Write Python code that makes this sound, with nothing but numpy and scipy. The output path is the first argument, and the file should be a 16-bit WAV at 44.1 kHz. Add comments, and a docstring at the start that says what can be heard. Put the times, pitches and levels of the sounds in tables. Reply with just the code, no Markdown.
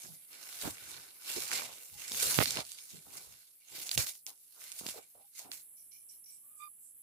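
"""Night walk through dry brush

A walker pushes through dry fronds, a small stereo recorder in hand. Stalks rustle and snap.
Stems and fingers scuff the casing and knock the right microphone port (its opening).
After about 5.5 s the rustle ends and the background steps up;
chirping insects and one short squeak are heard."""
import sys
import numpy as np
from scipy import signal
from scipy.fft import rfft, irfft, next_fast_len
from scipy.io import wavfile

SR = 44100
rng = np.random.default_rng(int(sys.argv[2]) if len(sys.argv) > 2 else 0)


def digitize_waveform(pressure):
    """Quantize a signal to 16-bit integers and store it at the path in sys.argv[1].

    Rows of a 2-D input are taken as channels; values are limited to [-1, 1].
    """
    field = np.atleast_2d(pressure).T
    bounded = np.clip(field, -1, 1)
    quanta = np.round(bounded * 32767).astype(np.int16)
    wavfile.write(sys.argv[1], SR, quanta)


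N = 309793

# Tone colour of the rustle: f/Hz, relative level/dB
RUSTLE_SPECTRUM = [(180, -46.5), (300, -14), (1020, -11), (1970, -4.5), (2250, -3), (3510, -1.5),
                   (3870, .5), (5660, -2), (6360, 1), (10300, .5), (15500, 3)]
# Each push of a foot or leg through the stalks:
# t/s at full level, hold/s, rise/s per 20 dB, fall/s per 20 dB, level/dB, brightness/dB per octave
PUSHES = [(0.0, 0.078, 0.11, 0.2, -57.5, 0.5), (0.332, 0.139, 0.057, 0.4, -54.5, -3),
          (0.641, 0.026, 0.27, 0.112, -44.0, -0.5), (0.809, 0.138, 0.172, 0.342, -51, -2.5),
          (1.288, 0.162, 0.081, 0.105, -42.0, -0.5), (1.531, 0.025, 0.061, 0.179, -38, -1.5),
          (1.745, 0.182, 0.347, 0.143, -60.0, 2.0), (2.002, 0.046, 0.048, 0.146, -50.0, -1.0),
          (2.221, 0.201, 0.222, 0.044, -37.5, 0.5), (2.457, 0.077, 0.065, 0.078, -40.5, -0.5),
          (2.575, 0.027, 0.079, 0.031, -42.0, -4.0), (2.651, 0.277, 0.147, 0.385, -59.5, 1.0),
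          (3.171, 0.061, 0.223, 0.313, -55.5, 0.5), (3.757, 0.128, 0.096, 0.035, -49.0, -1),
          (3.914, 0.04, 0.01, 0.014, -46.0, 2.5), (3.979, 0.024, 0.003, 0.061, -32, 0.5),
          (4.066, 0.032, 0.024, 0.048, -50.0, 3.5), (4.145, 0.014, 0.015, 0.069, -64.0, 6.0),
          (4.268, 0.022, 0.005, 0.065, -55.5, 2.0), (4.36, 0.17, 0.05, 0.1, -75, 4),
          (4.629, 0.199, 0.126, 0.123, -56.0, 1.0), (4.872, 0.043, 0.045, 0.128, -49.0, 0.5),
          (5.12, 0.17, 0.05, 0.1, -76, 1.5), (5.383, 0.031, 0.052, 0.112, -57, 1.5),
          (5.521, 0.021, 0.015, 0.09, -53.5, 2.5)]


def rustle():
    """Sliding, folding stalks make thousands of tiny cracks a second, each spanning low to high."""
    level_db, tilt_db = push_curves()
    cracks = grains(per_s=2000, spread_db=3.5, clump_db=3, hiss=.7)
    crackle = rms_one(with_notes(cracks))
    stalks = coloured([crackle, -crackle], RUSTLE_SPECTRUM, tilt_db, flicker_db=2.04, pivot_hz=2900)
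    return stalks * from_db(level_db) * sides(-3.2)


def push_curves():
    """The rustle's level and brightness follow the pushes of the legs."""
    *shape, brightness = np.transpose(PUSHES)
    return level_and_tilt(swells(*shape), brightness)


# Faint narrow notes within the crackle, which also colour the snaps: f/Hz, width/Hz, level/dB
RUSTLE_NOTES = [(1500, 110, -24), (2080, 60, -28), (2310, 110, -21), (2750, 100, -27), (3700, 130, -25),
                (4200, 200, -22), (4620, 120, -26), (5300, 110, -25), (6500, 150, -24), (7500, 130, -24),
                (9200, 150, -25), (10100, 150, -24)]


def with_notes(cracks):
    """Adds faint narrow notes that swell and fade at random within the crackle."""
    return cracks + sum(from_db(db + 5.5 * drift(9)) * rms_one(resonance(cracks, hz, width_hz))
                        for hz, width_hz, db in RUSTLE_NOTES)


# The loudest stalks breaking: t/s, peak level/dB, f/Hz
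BIG_SNAPS = [(1.4032, -27, 11200), (1.4212, -28, 8000), (1.5075, -29, 5430), (1.515, -22, 1700),
             (1.5285, -24, 1500), (1.5329, -22.0, 4190), (1.5604, -25.0, 11000), (1.595, -30, 1100),
             (1.6195, -27, 1200), (2.079, -31, 9000), (2.096, -33, 7000), (2.1186, -23, 4500),
             (2.2697, -19, 8900), (2.3431, -15.0, 9000), (2.4194, -22.0, 7460), (2.4568, -15, 4200),
             (2.5067, -15, 6000), (2.5204, -24.0, 10600), (2.5706, -20, 2200), (2.6504, -33.0, 6000),
             (2.7177, -28.0, 9000), (2.7861, -36, 3000), (3.8202, -35.0, 3490), (3.8344, -38.0, 7000),
             (3.8918, -23, 4500), (3.9085, -37, 8000), (3.9135, -18, 4500), (3.9305, -31, 5000),
             (3.9715, -33, 8000), (3.9759, -12, 3500), (3.9772, -14, 7000), (4.0682, -25.0, 5000),
             (4.135, -45, 6000), (4.152, -43.0, 6800), (4.357, -52, 8500), (4.376, -51, 8500),
             (4.2647, -25, 6000), (4.7177, -31.0, 8000), (4.7234, -31.0, 8500), (4.8648, -25.0, 4800),
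             (4.8883, -25.0, 4650), (5.3926, -30, 9000), (5.5164, -27, 3990), (5.5338, -37.0, 6000)]
# A bent stalk slipping in a quick run: t/s, number of slips, gap/s, peak level/dB, f/Hz, pan/dB
CREAKS = [(2.472, 5, .006, -37, 6500, -10), (2.7244, 2, 0.0038, -38, 9000, -7),
          (4.086, 6, 0.0048, -36.5, 7000, 2), (4.274, 4, 0.0097, -36.5, 9000, 3)]
SNAP_PAN_DB = -6   # pan is always left minus right, so below zero is to the right


def snaps():
    """Each break or slip is a sharp crack with its own colour and a short splintering tail."""
    slips = [(s + k * gap, *rest) for s, count, gap, *rest in CREAKS for k in range(round(count))]
    breaks = [(*row, SNAP_PAN_DB) for row in list(BIG_SNAPS) + small_snaps(count=140)] + slips
    out, t = np.zeros((2, N)), np.arange(1300) / SR
    age = np.maximum(t - .0008, 0)
    fade = (age > 0) * (np.exp(-age / .0004) + .12 * np.exp(-age / .004))   # crack + tail
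    bursts = rng.standard_normal((len(breaks), 2, len(t))) * fade
    note_hz, note_width, _ = np.transpose(RUSTLE_NOTES)
    note_gains = from_db(rng.normal(-13, 6, (len(breaks), len(note_hz))))
    for (s, peak_db, hz, pan_db), burst, gains in zip(breaks, bursts, note_gains):
        crack = rms_one(resonance(burst, hz, .6 * hz))
        crack += .9 * rms_one(filtered(burst, 2, .3 * hz, "high"))
        for k in np.argsort(np.abs(np.log(note_hz / hz)))[:4]:   # the four nearest notes colour it
            crack += gains[k] * rms_one(resonance(burst, note_hz[k], 2 * note_width[k]))
        crack *= sides(pan_db)
        i = round(s * SR)
        out[:, i:i + len(t)] += from_db(peak_db) * crack / np.abs(crack.mean(axis=0)).max()
    return out


def small_snaps(count):
    """Thin stalks break at random moments, peaking 7 to 13 dB above the rustle around them."""
    when, weakness, colour = rng.random((count, 3)).T
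    s = when * (N / SR - .1)
    rustle_db, _ = push_curves()
    peak_db = rustle_db[(s * SR).astype(int)] + 13 - 6 * weakness
    return list(zip(s, peak_db, 1500 * 8 ** colour))


def hand_shade(stalks):
    """The hand shields the right port from part of the stalks' highest treble."""
    left, right = stalks
    return np.array([left, right - .45 * filtered(right, 2, 9000, "high")])


# Knocks on the right port: t/s, level/dB, swing f/Hz
KNOCKS = [(2.3886, -7.5, 88), (2.4035, -18, 400), (2.405, -15, 400), (2.4066, -20, 400), (2.4098, -15, 110),
          (2.4146, -13, 300), (2.4193, -21, 300), (2.4246, -17, 300), (2.4261, -18, 200), (3.9765, -23, 90)]


def knocks():
    """A knock is a spike, then a step in pressure that swings out through the port's bass cut."""
    jolt = -np.ones(3000)
    jolt[:9] = 1.3 * np.sin(np.linspace(0, np.pi, 9))
    jolt = filtered(jolt, 2, 7000, "low")
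    out = np.zeros(N)
    for s, level_db, swing_hz in KNOCKS:
        i = round(s * SR)
        out[i:i + len(jolt)] += from_db(level_db) * filtered(jolt, 4, swing_hz, "high")
    return out * from_db([[-40], [0]])


# Tone colour of a scuff: f/Hz, relative level/dB
SCUFF_SPECTRUM = [(71, -38.5), (120, -2.5), (304, -3.5), (567, -4), (1330, -9.5), (1570, -4.5),
                  (1800, -15.5)]
# Hand and stems scuffing the casing:
# t/s, hold/s, fall/s per 20 dB, scuff level/dB, brightness/dB per octave, rumble level/dB
SCUFFS = [(0.046, 0.038, 0.17, -68, -4, -82), (0.645, 0.021, 0.075, -44.5, 1.0, -51),
          (0.827, 0.17, 0.14, -69.5, -3.0, -73.5), (1.366, 0.014, 0.106, -56, 0.0, -63.5),
          (1.511, 0.101, 0.196, -56.0, 3.0, -81.5), (1.931, 0.037, 0.144, -77.5, -2.5, -67.0),
          (2.119, 0.023, 0.113, -54.5, -1.0, -65.5), (2.224, 0.081, 0.055, -51.0, 0.0, -58.5),
          (2.39, 0.027, 0.034, -43, -2.0, -39), (2.472, 0.099, 0.133, -61.0, -3.5, -62.0),
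          (2.577, 0.018, 0.041, -45, 3, -61.0), (2.926, 0.055, 0.074, -68, -3, -74.5),
          (3.065, 0.11, 0.195, -65.5, 1.0, -75.5), (3.278, 0.04, 0.088, -84.5, 4.0, -70.5),
          (3.721, 0.119, 0.13, -67.0, -1.5, -82.0), (3.982, 0.008, 0.045, -52.0, -4.5, -41),
          (4.288, 0.027, 0.053, -72.0, 4.0, -90.0), (4.569, 0.071, 0.213, -78.5, 8.0, -105.0),
          (4.817, 0.092, 0.036, -61, 1, -72), (4.959, 0.021, 0.084, -64, 1.5, -78),
          (5.154, 0.054, 0.066, -77.0, 0.5, -87.0), (5.453, 0.026, 0.164, -70, 0.5, -82.0)]
SCUFF_RISE_S = .025   # per 20 dB


def scuffs():
    """Hand and stems slip on the casing: dull scrapes and low lumps of air, different in each port."""
    s, hold, fall, scuff_db, brightness, rumble_db = np.transpose(SCUFFS)
    # Every push also brushes stems over the casing, more quietly than it rustles.
    stems = swells(*np.transpose(PUSHES)[:-1]).sum(axis=1, keepdims=True)
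    scuff_power = np.hstack([swells(s, hold, SCUFF_RISE_S, fall, scuff_db), stems * from_db(-21) ** 2])
    low_power = np.hstack([swells(s, hold, SCUFF_RISE_S, fall, rumble_db), stems * from_db(-36.5) ** 2])
    brightness = np.append(brightness, 3.5)   # the stems' own brightness
    scrape_db, tilt_db = level_and_tilt(scuff_power, brightness)
    lumps_db, _ = level_and_tilt(low_power, brightness)
    slips = [grains(per_s=300, spread_db=3, clump_db=2.5, hiss=.47) for _ in range(2)]
    scrape = coloured(slips, SCUFF_SPECTRUM, tilt_db, flicker_db=2.5, pivot_hz=450)
    scrape = filtered(scrape, 4, 1300, "low")
    lumps = rms_one(filtered(rng.standard_normal((2, N)), 2, [60, 140], "band"))
    return (from_db(scrape_db) * scrape + from_db(lumps_db) * lumps) * sides(-2.5)


# Fingers rubbing and thudding on the casing: t/s, length/s, f/Hz, width/Hz, level/dB
FINGER_RUBS = [(.045, .015, 1400, 900, -63), (.08, .07, 161, 28, -63), (.645, .05, 300, 120, -50),
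               (.65, .04, 1530, 250, -54), (1.361, .012, 360, 130, -44), (1.375, .014, 360, 130, -45),
               (1.925, .07, 830, 50, -72), (2.925, .06, 165, 40, -61), (2.93, .05, 400, 80, -68),
               (4.266, .04, 716, 300, -67), (4.938, .015, 620, 150, -57), (4.955, .045, 450, 130, -57),
               (4.96, .04, 700, 200, -61), (5.145, .02, 600, 180, -68), (5.17, .05, 560, 250, -71),
               (5.18, .07, 810, 50, -73), (5.39, .045, 750, 300, -66), (5.445, .06, 740, 250, -64),
               (5.447, .03, 280, 120, -66), (5.49, .015, 270, 120, -65)]


def finger_rubs():
    """Rough noise rings in a hollow between hand and casing, quick to start and slower to end."""
    out, t = np.zeros((2, N)), np.arange(8000) / SR
    for s, length, hz, width_hz, level_db in FINGER_RUBS:
        fade = np.clip(t / .004, 0, 1) * np.exp(-(t / length) ** 4)
        rub = rng.standard_normal((2, len(t))) * fade
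        hollow = resonance(resonance(rub, hz, width_hz), hz, 2 * width_hz)
        i = round(s * SR)
        out[:, i:i + len(t)] += from_db(level_db) * rms_one(hollow) * np.sqrt(length * SR / len(t))
    return out * sides(-2.5)


# Dull taps on the casing: t/s, strength/dB
TAPS = [(0.655, -35), (0.676, -38), (2.115, -55), (2.567, -39), (2.588, -34.5), (4.812, -49), (4.836, -48),
        (4.862, -41), (4.886, -42)]
# Notes that the casing rings at: f/Hz, width/Hz, gain/dB
CASING_RINGS = [(210, 170, 4), (354, 93, -15), (600, 200, -16), (900, 180, -7)]


def taps():
    """Soft touches set the casing ringing, with new strengths each time and in each port."""
    s, strength_db = np.transpose(TAPS)
    chance_db = rng.normal(0, 2.5, (len(s), len(CASING_RINGS), 2))
    out = 0
    for k, (hz, width_hz, db) in enumerate(CASING_RINGS):
        hits = from_db(strength_db[:, None] + db + chance_db[:, k])
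        hits[:, 0] *= (-1) ** k   # every other note is upside down on the left
        clicks = np.zeros((2, N))
        clicks[:, np.round(s * SR).astype(int)] = hits.T
        out += resonance(clicks, hz, width_hz)
    return filtered(out, 3, [120, 1250], "band") * from_db([[-9], [0]])


# Path of the squeak at the right port: t/s, f/Hz, level/dB
SQUEAK_PATH = [(6.42, 1144, -84), (6.45, 1150, -75), (6.53, 1233, -71), (6.585, 1215, -67),
               (6.6, 1195, -48), (6.615, 1195, -43.5), (6.635, 1212, -39.5), (6.655, 1210, -44),
               (6.678, 1190, -48), (6.695, 1190, -80.5)]
# Its overtones: multiple of the pitch, relative level/dB
SQUEAK_OVERTONES = [(2, -15), (3, -22), (4, -23), (5, -34.5)]


def squeak():
    """Quick sticking and slipping makes a tone with an uneven pitch and fluttering overtones."""
    hz, _ = in_time(SQUEAK_PATH)
    _, level_db = in_time(SQUEAK_PATH, outside=-120)
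    weak = np.clip((-55.5 - level_db) / 10, 0, 1)   # faint rubbing slips less steadily
    wobble = (.011 + .028 * weak) * drift(150)
    phase = 2 * np.pi * np.cumsum(hz * (1 + wobble)) / SR
    tone = np.sin(phase) * from_db((2 + 2.3 * weak) * drift(40))
    for multiple, db in SQUEAK_OVERTONES:
        tone += from_db(db + 4.5 * drift(120)) * np.sin(round(multiple) * phase)
    return tone * from_db(level_db) * from_db([[-45], [0]])


# Raspy chirps: t/s, rise/s, fade/s, level/dB, low voice gain/dB, opening ping gain/dB
RASPS = [(5.755, .03, 0.085, -69, -3, -30), (5.911, .008, 0.092, -66.5, 2, -1),
         (6.088, .004, 0.071, -66, -3, 5), (6.24, .003, .008, -65, -10, 3), (6.257, .004, 0.11, -66, -2, 5)]
# Notes of the rasps' low voice: f/Hz, width/Hz, relative level/dB
RASP_LOW_NOTES = [(2326, 160, -12), (3020, 240, -14.5), (4300, 320, -12.5)]
# Soft, swelling chirps: t/s, length/s, level/dB
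SOFT_CHIRPS = [(6.07, .08, -62.5), (6.275, .12, -60.5), (6.55, .11, -61.5), (6.79, .15, -60.5)]


def near_insects():
    """Nearer insects make rasps that trail off, some opening on a ping, and soft swelling chirps."""
    start = round(5.7 * SR)
    t = np.arange(start, N) / SR
    noise = rng.standard_normal((2, N - start))
    low = sum(from_db(db) * noise_note(noise, hz, width_hz) * from_db(3 * drift(30)[start:])
              for hz, width_hz, db in RASP_LOW_NOTES)
    high = from_db(1) * noise_note(noise, hz=5760, width_hz=1160)
    ping = from_db(1) * noise_note(noise, hz=5650, width_hz=140)
    soft = noise_note(noise, hz=8300, width_hz=1700)
    rasps, chirps = 0, 0
    for s, rise, fade, level_db, low_db, ping_db in RASPS:
        age = np.maximum(t - s, 0)
        stroke = from_db(level_db) * np.minimum(age / rise, 1) * np.exp(-(age / fade) ** 2)
        rasps += stroke * (high + from_db(low_db) * low + from_db(ping_db) * np.exp(-age / .035) * ping)
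    for s, length, level_db in SOFT_CHIRPS:
        chirps += from_db(level_db) * arch((t - s) / length) * soft
    rasps *= from_db(1.5 * drift(70)[start:])
    return np.pad(chirps * sides(-11) + rasps * sides(-7), [(0, 0), (start, 0)])


# Tone colour of the far chorus: f/Hz, relative level/dB
CHORUS_SPECTRUM = [(25, -26.5), (60, -26), (180, -22.5), (1200, -34.5), (3100, -31.5), (5000, -39.5),
                   (6700, -34), (7200, -19.5), (9700, -10), (10400, -8.5), (11500, -7), (12300, -13),
                   (14400, -18), (15600, -26)]
# How loud the far insects are: t/s, chorus level/dB, extra trill gain/dB
CHORUS_LEVELS = [(0, -59, -10), (3.6, -66, -8), (5.5, -64, -4.5), (5.65, -60, 0), (7.02, -61.5, 1)]
CHIRPER_START_S, CHIRPER_PERIOD_S, CHIRPER_LENGTH_S = 5.745, .1713, .1   # repeats before and after


def far_insects():
    """A hissing chorus, a steady trill and a regular high chirper rise and fall together."""
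    chorus_db, trill_db = in_time(CHORUS_LEVELS)
    size = next_fast_len(N)
    colour = from_db(at_hz(CHORUS_SPECTRUM, np.arange(1, size // 2 + 2) * SR / size))
    hiss = irfft(rfft(rng.standard_normal((2, size))) * colour, size)[:, :N]
    chorus = rms_one(hiss) * from_db(chorus_db + .8 * drift(5)) * sides(-3)
    trill = wing_rub(hz=10904, width_hz=148, per_s=52, depth=.31) * from_db(trill_db - 64.5) * sides(-7)
    chirper = wing_rub(hz=13400, width_hz=1800, per_s=60, depth=.26) * from_db(-65) * sides(8)
    chirp_age = (np.arange(N) / SR - CHIRPER_START_S) % CHIRPER_PERIOD_S
    chirper *= arch(chirp_age / CHIRPER_LENGTH_S)
    return chorus + (trill + chirper) * from_db(chorus_db - chorus_db[-1])


def wing_rub(hz, width_hz, per_s, depth):
    """An insect's wing noise rings at one note and throbs with the strokes."""
    stroke_rate = per_s * (1 + .05 * drift(7.5))
    throb = 1 + depth * np.sin(2 * np.pi * np.cumsum(stroke_rate) / SR)
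    return noise_note(rng.standard_normal((2, N)), hz, width_hz) * throb


def grains(per_s, spread_db, clump_db, hiss):
    """Random clicks of uneven size swell in clumps over a smooth hiss, different in each channel."""
    clicks = rng.random((2, N)) < per_s / SR
    sizes = from_db(spread_db * np.minimum(rng.exponential(1, (2, N)), 4)) * rng.choice([-1, 1], (2, N))
    clumps = from_db(clump_db * drift(27))
    return rms_one(rms_one(clicks * sizes * clumps) + hiss * rng.standard_normal((2, N)))


def coloured(sources, spectrum, tilt_db, flicker_db, pivot_hz):
    """Builds a tone colour from flickering half-octave bands, taken from two sources in turn."""
    lowest, highest = spectrum[0][0], spectrum[-1][0]
    edges = lowest * 2 ** np.arange(0, np.log2(highest / lowest) + .5, .5)
    out, power = 0, 0
    for k, (low, high) in enumerate(zip(edges, np.minimum(edges[1:], .45 * SR))):
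        hz = np.sqrt(low * high)
        band, db = filtered(sources[k % 2], 2, [low, high], "band"), at_hz(spectrum, hz)
        out += band * from_db(db + tilt_db * np.log2(hz / pivot_hz) + flicker_db * drift(5.8))
        power += from_db(db) ** 2 * (high - low) / (SR / 2)
    return out / np.sqrt(power)


def swells(s, hold, rise, fall, level_db):
    """The power of each event at every 40th sample: it rises, holds, then falls."""
    t = np.arange(0, N + 40, 40)[:, None] / SR
    early, late = np.maximum(s - t, 0), np.maximum(t - s - hold, 0)
    return from_db(np.maximum(level_db - 20 * (early / rise + late / fall), -130)) ** 2


def level_and_tilt(power, brightness):
    """Adds events up to one level in dB and one brightness, in which louder events count for more."""
    total = power.sum(axis=1)
    curves = 10 * np.log10(total), (power * brightness).sum(axis=1) / total
    return [np.interp(np.arange(N), np.arange(len(total)) * 40, curve) for curve in curves]


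def drift(rate_hz):
    """A smooth random wander, about 1 in size."""
    r = np.exp(-80 * np.pi * rate_hz / SR)
    slow = signal.lfilter([1], [1, -2 * r, r * r], rng.standard_normal(N // 40 + 2002))[2000:]
    return np.interp(np.arange(N) / 40, np.arange(len(slow)), rms_one(slow))


def resonance(x, hz, width_hz):
    """Rings at one note; a smaller width rings longer."""
    r = np.exp(-np.pi * width_hz / SR)
    return signal.lfilter([1, 0, -1], [1, -2 * r * np.cos(2 * np.pi * hz / SR), r * r], x + 1e-18)


def noise_note(noise, hz, width_hz):
    """Noise narrowed to one note by ringing twice."""
    return rms_one(resonance(resonance(noise, hz, width_hz), hz, width_hz))


def filtered(x, order, hz, keep):
    """Keeps the lows, the highs or a band."""
    return signal.sosfilt(signal.butter(order, hz, keep, fs=SR, output="sos"), x)


def sides(pan_db):
    """Left and right gains, the left pan_db above the right."""
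    left = from_db(pan_db)
    return 2 * np.array([[left], [1]]) / np.sqrt(1 + left ** 2)


def in_time(rows, outside=None):
    """Joins a table's rows with straight lines in time."""
    s, *columns = np.transpose(rows)
    return [np.interp(np.arange(N) / SR, s, c, left=outside, right=outside) for c in columns]


def at_hz(spectrum, hz):
    """A tone colour's level in dB at any frequency."""
    points_hz, db = np.transpose(spectrum)
    return np.interp(np.log(hz), np.log(points_hz), db)


def arch(progress):
    """Swells and fades once as progress goes from 0 to 1."""
    return np.sin(np.pi * np.clip(progress, 0, 1))


def from_db(db):
    """Turns decibels into a gain."""
    return 10 ** (np.asarray(db) / 20)


def rms_one(x):
    """Scales each channel to an average power of 1."""
    return x / np.sqrt(np.mean(x ** 2, axis=-1, keepdims=True) + 1e-20)


def scene():
    """Stalks, touches on the recorder, insects and the squeak sound together."""
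    stalks = hand_shade(rustle() + snaps())
    handling = scuffs() + finger_rubs() + taps() + knocks()
    return stalks + handling + far_insects() + near_insects() + squeak()


def record(dry):
    """The very highest treble is cut off steeply."""
    return signal.sosfilt(signal.cheby2(14, 70, 16328, fs=SR, output="sos"), dry)


dry = scene()
out = record(dry)
digitize_waveform(out)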